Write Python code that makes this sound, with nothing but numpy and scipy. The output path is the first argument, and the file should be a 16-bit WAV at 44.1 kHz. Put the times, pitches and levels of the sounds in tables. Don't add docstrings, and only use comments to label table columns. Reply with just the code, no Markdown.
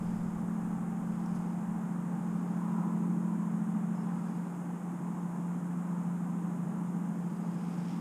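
import sys
import numpy as np
from scipy import signal
from scipy.fft import rfft, irfft, next_fast_len
from scipy.io import wavfile

SR = 44100
rng = np.random.default_rng(int(sys.argv[2]) if len(sys.argv) > 2 else 0)


def digitize_waveform(pressure):
    field = np.atleast_2d(pressure).T
    bounded = np.clip(field, -1, 1)
    quanta = np.round(bounded * 32767).astype(np.int16)
    wavfile.write(sys.argv[1], SR, quanta)


N = 353064
TIME = np.arange(N) / SR

# frequency in Hz, relative level in dB.
HISS_SPECTRUM = [(30, -2), (2500, -1), (3600, -6), (4350, -18), (5100, -5.5), (5900, -5.5), (6500, 4),
                 (8300, 3), (10000, 0), (11500, -6), (13000, -7), (15200, -13)]
# frequency in Hz, relative level in dB.
BREEZE_SPECTRUM = [(10, 1), (25, -2), (52, -2), (70, 0), (95, -4), (130, 6), (300, -47)]
# time of the peak in seconds, length in seconds, level in dB.
GUSTS = [(.08, .3, -52), (.69, 0.17, -62), (1.36, .18, -57), (1.72, .17, -55), (2.32, .2, -64)]
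# start and length in seconds, first and last pitch in Hz, level in dB.
BIRD_NOTES = [(3.930, .065, 5520, 4950, -73), (3.968, .045, 5650, 4850, -75), (3.990, .06, 5650, 4900, -74)]
# frequency in Hz, relative level in dB.
CLOTH_SPECTRUM = [(900, -15), (2200, 6.5), (3300, 2), (4300, -5), (5100, 2), (5800, -5), (6600, -4),
                  (9000, -15), (15000, -19)]
# time of the peak in seconds, length in seconds, level in dB.
SLEEVE_RUBS = [(.05, 0.85, -71), (1.33, 0.77, -72.5), (2.45, 1, -78), (4.3, 0.77, -74), (7.55, 1.11, -73),
               (7.8, .75, -66), (7.92, 0.22, -64)]
# frequency in Hz, relative level in dB.
GRIP_SPECTRUM = [(2000, -5), (4200, -7), (5200, 1), (6200, 1), (8500, -5), (10300, 0), (11800, -12),
                 (15000, -20)]
# time of the peak in seconds, length in seconds, level in dB.
HAND_SCUFFS = [(1.36, .036, -62.5)]
# start in seconds, level in dB, pitch in Hz, seconds to fade by 60 dB.
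REEL_TICKS = [(1.261, -52, 5620, .015)]
# time of the peak in seconds, length in seconds, level in dB.
WHINE_SWELLS = [(.86, 0.7, -55.5), (2.17, 0.15, -52.5)]
# frequency in Hz, relative level in dB.
WASH_SPECTRUM = [(250, -15), (480, -5.5), (700, -3), (785, 0), (900, 0), (1020, -2.5), (1150, -3),
                 (1370, -7), (1600, -10.5), (2000, -17), (3000, -28), (4300, -40), (8000, -67)]
# time in seconds, relative level in dB.
WASH_LEVELS = [(0, -49.5), (2.1, -49), (2.78, -48.5), (3.15, -50), (3.95, -48.5), (4.8, -50), (5.9, -49.5),
               (7, -50), (8, -49.5)]
# pitch in Hz, width in Hz, resting level in dB.
HULL_RINGS = [(810, 45, -63.5), (999.4, 67, -66.5), (1284, 97, -73)]
# time in seconds, shift in Hz.
RING_BEND = [(.9, 0), (1.5, 15), (2.3, -0.5), (2.85, 15), (4.3, -10), (5.1, 58), (5.6, 46.5), (6.3, 0),
             (7.2, 35)]
# peak time and length in seconds, then low, middle and high ring in dB.
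WATER_SURGES = [(.72, 0.4, -57, -67, -68), (1.5, 0.89, -58, -60, -74), (2.8, 0.69, -54.5, -50, -57.5),
                (3.36, 0.48, -70, -53, -75), (4.15, 0.44, -60, -57.5, -69), (5.22, 0.82, -58, -55, -80),
                (5.9, 0.65, -64, -58, -66), (6.4, 1.9, -68, -60.5, -76)]
# frequency in Hz, relative level in dB.
CHURN_SPECTRUM = [(100, -49), (120, -25.5), (143, -2.5), (175, -0.5), (215, -1), (258, -2), (278, -7),
                  (305, -7), (365, -12), (480, -17), (700, -27), (1500, -54)]
# time in seconds, level in dB.
CHURN_LEVELS = [(0, -43.5), (1.7, -44.5), (3, -41.5), (3.55, -46.2), (4.8, -44), (5.5, -44), (6.5, -44),
                (8, -43.5)]
# time in seconds, shaft turns per second.
SHAFT_SPEED = [(0, 13.524), (2, 13.485), (8, 13.408)]
# time in seconds, then levels in dB at 13, 15 and 16 times the shaft speed.
HUM_LEVELS = [(0, -37.5, -50, -40.7), (1.05, -37.3, -46, -40.8), (2.0, -37, -47.5, -42),
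              (2.55, -36, -47.5, -40), (3.05, -33.5, -42.5, -38), (3.65, -36, -40, -38),
              (4.15, -36, -45.5, -42), (4.65, -39.3, -54, -55), (5.0, -38, -50.5, -45.5),
              (5.35, -36.5, -49.5, -49.5), (5.9, -35.5, -43.5, -53), (6.55, -36, -44.5, -45),
              (7.1, -37.3, -45.5, -45), (8, -36.5, -49, -46)]
# multiple of the shaft speed, relative level in dB.
WEAK_TONES = [(7, -77), (8, -74.5), (9, -66), (10, -69), (11, -54), (12, -53.5), (14, -76), (17, -50.5),
              (18, -63.5)]
# multiple of the shaft speed, relative level in dB.
BUZZ_TONES = [(20, -59), (21, -60.5), (22, -61.5), (23, -66.5), (24, -60.5), (25, -64.5), (26, -65),
              (29, -79), (30, -68.5)]
# time in seconds, change of level in dB.
BUZZ_SWELL = [(0, 0), (.6, -6), (1.05, 3), (1.9, -5), (2.6, 3), (3.2, 7.5), (3.7, 2), (4.5, -1.5),
              (6, -1.5), (8, 0.5)]


def gain_of(db):
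    return 10 ** (np.asarray(db) / 20)


def evened(x):
    return x / np.sqrt(np.mean(x ** 2) + 1e-20)


def curve(rows, column=1):
    columns = np.transpose(rows)
    return np.interp(TIME, columns[0], columns[column])


def swells(rows, rest_db, column=2):
    power = gain_of(rest_db) ** 2
    for row in rows:
        peak_s, length_s = row[:2]
        arch = np.cos(np.pi * np.clip((TIME - peak_s) / length_s, -.5, .5))
        power = power + (gain_of(row[column]) * arch) ** 2
    return np.sqrt(power)


def add(mix, start_s, sound):
    part = mix[round(start_s * SR):][:len(sound)]
    part += sound[:len(part)]


def noise(shape):
    size = next_fast_len(N, True)
    hz = np.fft.rfftfreq(size, 1 / SR)
    spectrum = rfft(rng.standard_normal(size)) * shape(hz)
    return evened(irfft(spectrum, size)[:N])


def coloured(spectrum):
    points_hz, db = np.transpose(spectrum)
    return noise(lambda hz: gain_of(np.interp(np.log(hz + 1), np.log(points_hz), db)))


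def ringing(centre_hz, width_hz):
    angle = 2 * np.pi * np.cumsum(centre_hz * np.ones(N)) / SR
    a, b = (noise(lambda hz: 1 / (1 + (hz / width_hz) ** 2)) for _ in range(2))
    return a * np.cos(angle) + b * np.sin(angle)


def drift(rate_hz):
    return noise(lambda hz: np.exp(-(hz / rate_hz) ** 2))


def air(breeze_db=-48.5, fall_db_per_s=10, calm_db=-82, hiss_db=-64.87):
    fading = gain_of(breeze_db - fall_db_per_s * TIME)
    breeze = np.hypot(fading, swells(GUSTS, calm_db)) * coloured(BREEZE_SPECTRUM)
    return breeze + gain_of(hiss_db) * coloured(HISS_SPECTRUM)


def bird(waver_hz=140):
    out = np.zeros(N)
    for start_s, length_s, first_hz, last_hz, db in BIRD_NOTES:
        n = round(length_s * SR)
        hz = np.linspace(first_hz, last_hz, n) + waver_hz * drift(300)[:n]
        tone = np.sqrt(2) * np.sin(2 * np.pi * np.cumsum(hz) / SR)
        add(out, start_s, gain_of(db) * np.hanning(n) * tone)
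    return out


def sleeve(grain_db=2.1, weave_db=-8, weave_hz=4950, rise_hz=560):
    speed = swells(SLEEVE_RUBS, rest_db=-92.5)
    pitch_hz = weave_hz + rise_hz * (speed / speed.max()) ** 2
    weave = gain_of(weave_db) * ringing(pitch_hz, width_hz=580)
    grain = gain_of(grain_db * drift(110))
    return speed * grain * (coloured(CLOTH_SPECTRUM) + weave)


def grip(grain_db=1):
    grain = gain_of(-grain_db * drift(400))
    return swells(HAND_SCUFFS, rest_db=-np.inf) * evened(grain * coloured(GRIP_SPECTRUM))


def reel(snap_gain=.55, snap_s=.0015):
    out, t = np.zeros(N), TIME[:SR // 10]
    for start_s, db, hz, fade_s in REEL_TICKS:
        ring = np.sin(2 * np.pi * hz * t) * np.exp(-np.log(1000) * t / fade_s)
        snap = snap_gain * rng.standard_normal(len(t)) * np.exp(-t / snap_s)
        add(out, start_s, gain_of(db) * (ring + snap))
    return out


def whine(pitch_hz=781, waver_hz=6, flutter_db=3):
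    angle = 2 * np.pi * np.cumsum(pitch_hz + waver_hz * drift(15)) / SR
    tone = evened(gain_of(flutter_db * drift(25)) * np.sin(angle))
    return swells(WHINE_SWELLS, rest_db=-75) * tone


def wash(offset_db=-1.5, lap_db=0.22):
    out = gain_of(curve(WASH_LEVELS) + offset_db) * coloured(WASH_SPECTRUM)
    for k, (hz, width_hz, rest_db) in enumerate(HULL_RINGS):
        bend_hz = curve(RING_BEND) if k == 0 else 0
        out += swells(WATER_SURGES, rest_db, column=k + 2) * ringing(hz + bend_hz, width_hz)
    return out * gain_of(lap_db * drift(31))


def churn():
    return gain_of(curve(CHURN_LEVELS)) * coloured(CHURN_SPECTRUM)


def motor(coupling=0.84, buzz_offset_db=-0.5, waver_db=1.5, sway_radians=0.41, wander_radians=0.24):
    shaft_angle = 2 * np.pi * np.cumsum(curve(SHAFT_SPEED)) / SR
    db_13, db_15, db_16 = (curve(HUM_LEVELS, column) for column in (1, 2, 3))
    out = np.zeros(N)
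    for multiple, db, flutter_db in ((13, db_13, 0.57), (15, db_15, 1.6), (16, db_16, 1.6)):
        phase = multiple * shaft_angle + 2 * np.pi * rng.random() + sway_radians * drift(1.5)
        out += gain_of(db + flutter_db * drift(9.5)) * np.cos(phase)
    loud_db = (db_13 + db_16) / 2
    weak_swell_db = coupling * (loud_db - np.mean(loud_db))
    buzz_swell_db = curve(BUZZ_SWELL) + buzz_offset_db
    for tones, swell_db in ((WEAK_TONES, weak_swell_db), (BUZZ_TONES, buzz_swell_db)):
        for multiple, db in tones:
            phase = multiple * shaft_angle + 2 * np.pi * rng.random() + wander_radians * drift(1.6)
            out += gain_of(db + swell_db + waver_db * drift(2.5)) * np.cos(phase)
    return np.sqrt(2) * out


def scene():
    return (motor() + churn() + wash() + whine() + air() + sleeve() + grip() + reel() + bird())[None]


def record(dry):
    cutoff_hz = 15250
    low_pass = signal.firwin(1023, cutoff_hz, window=("kaiser", 9), fs=SR)
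    return signal.oaconvolve(dry, low_pass[None], "same")


dry = scene()
out = record(dry)
digitize_waveform(out)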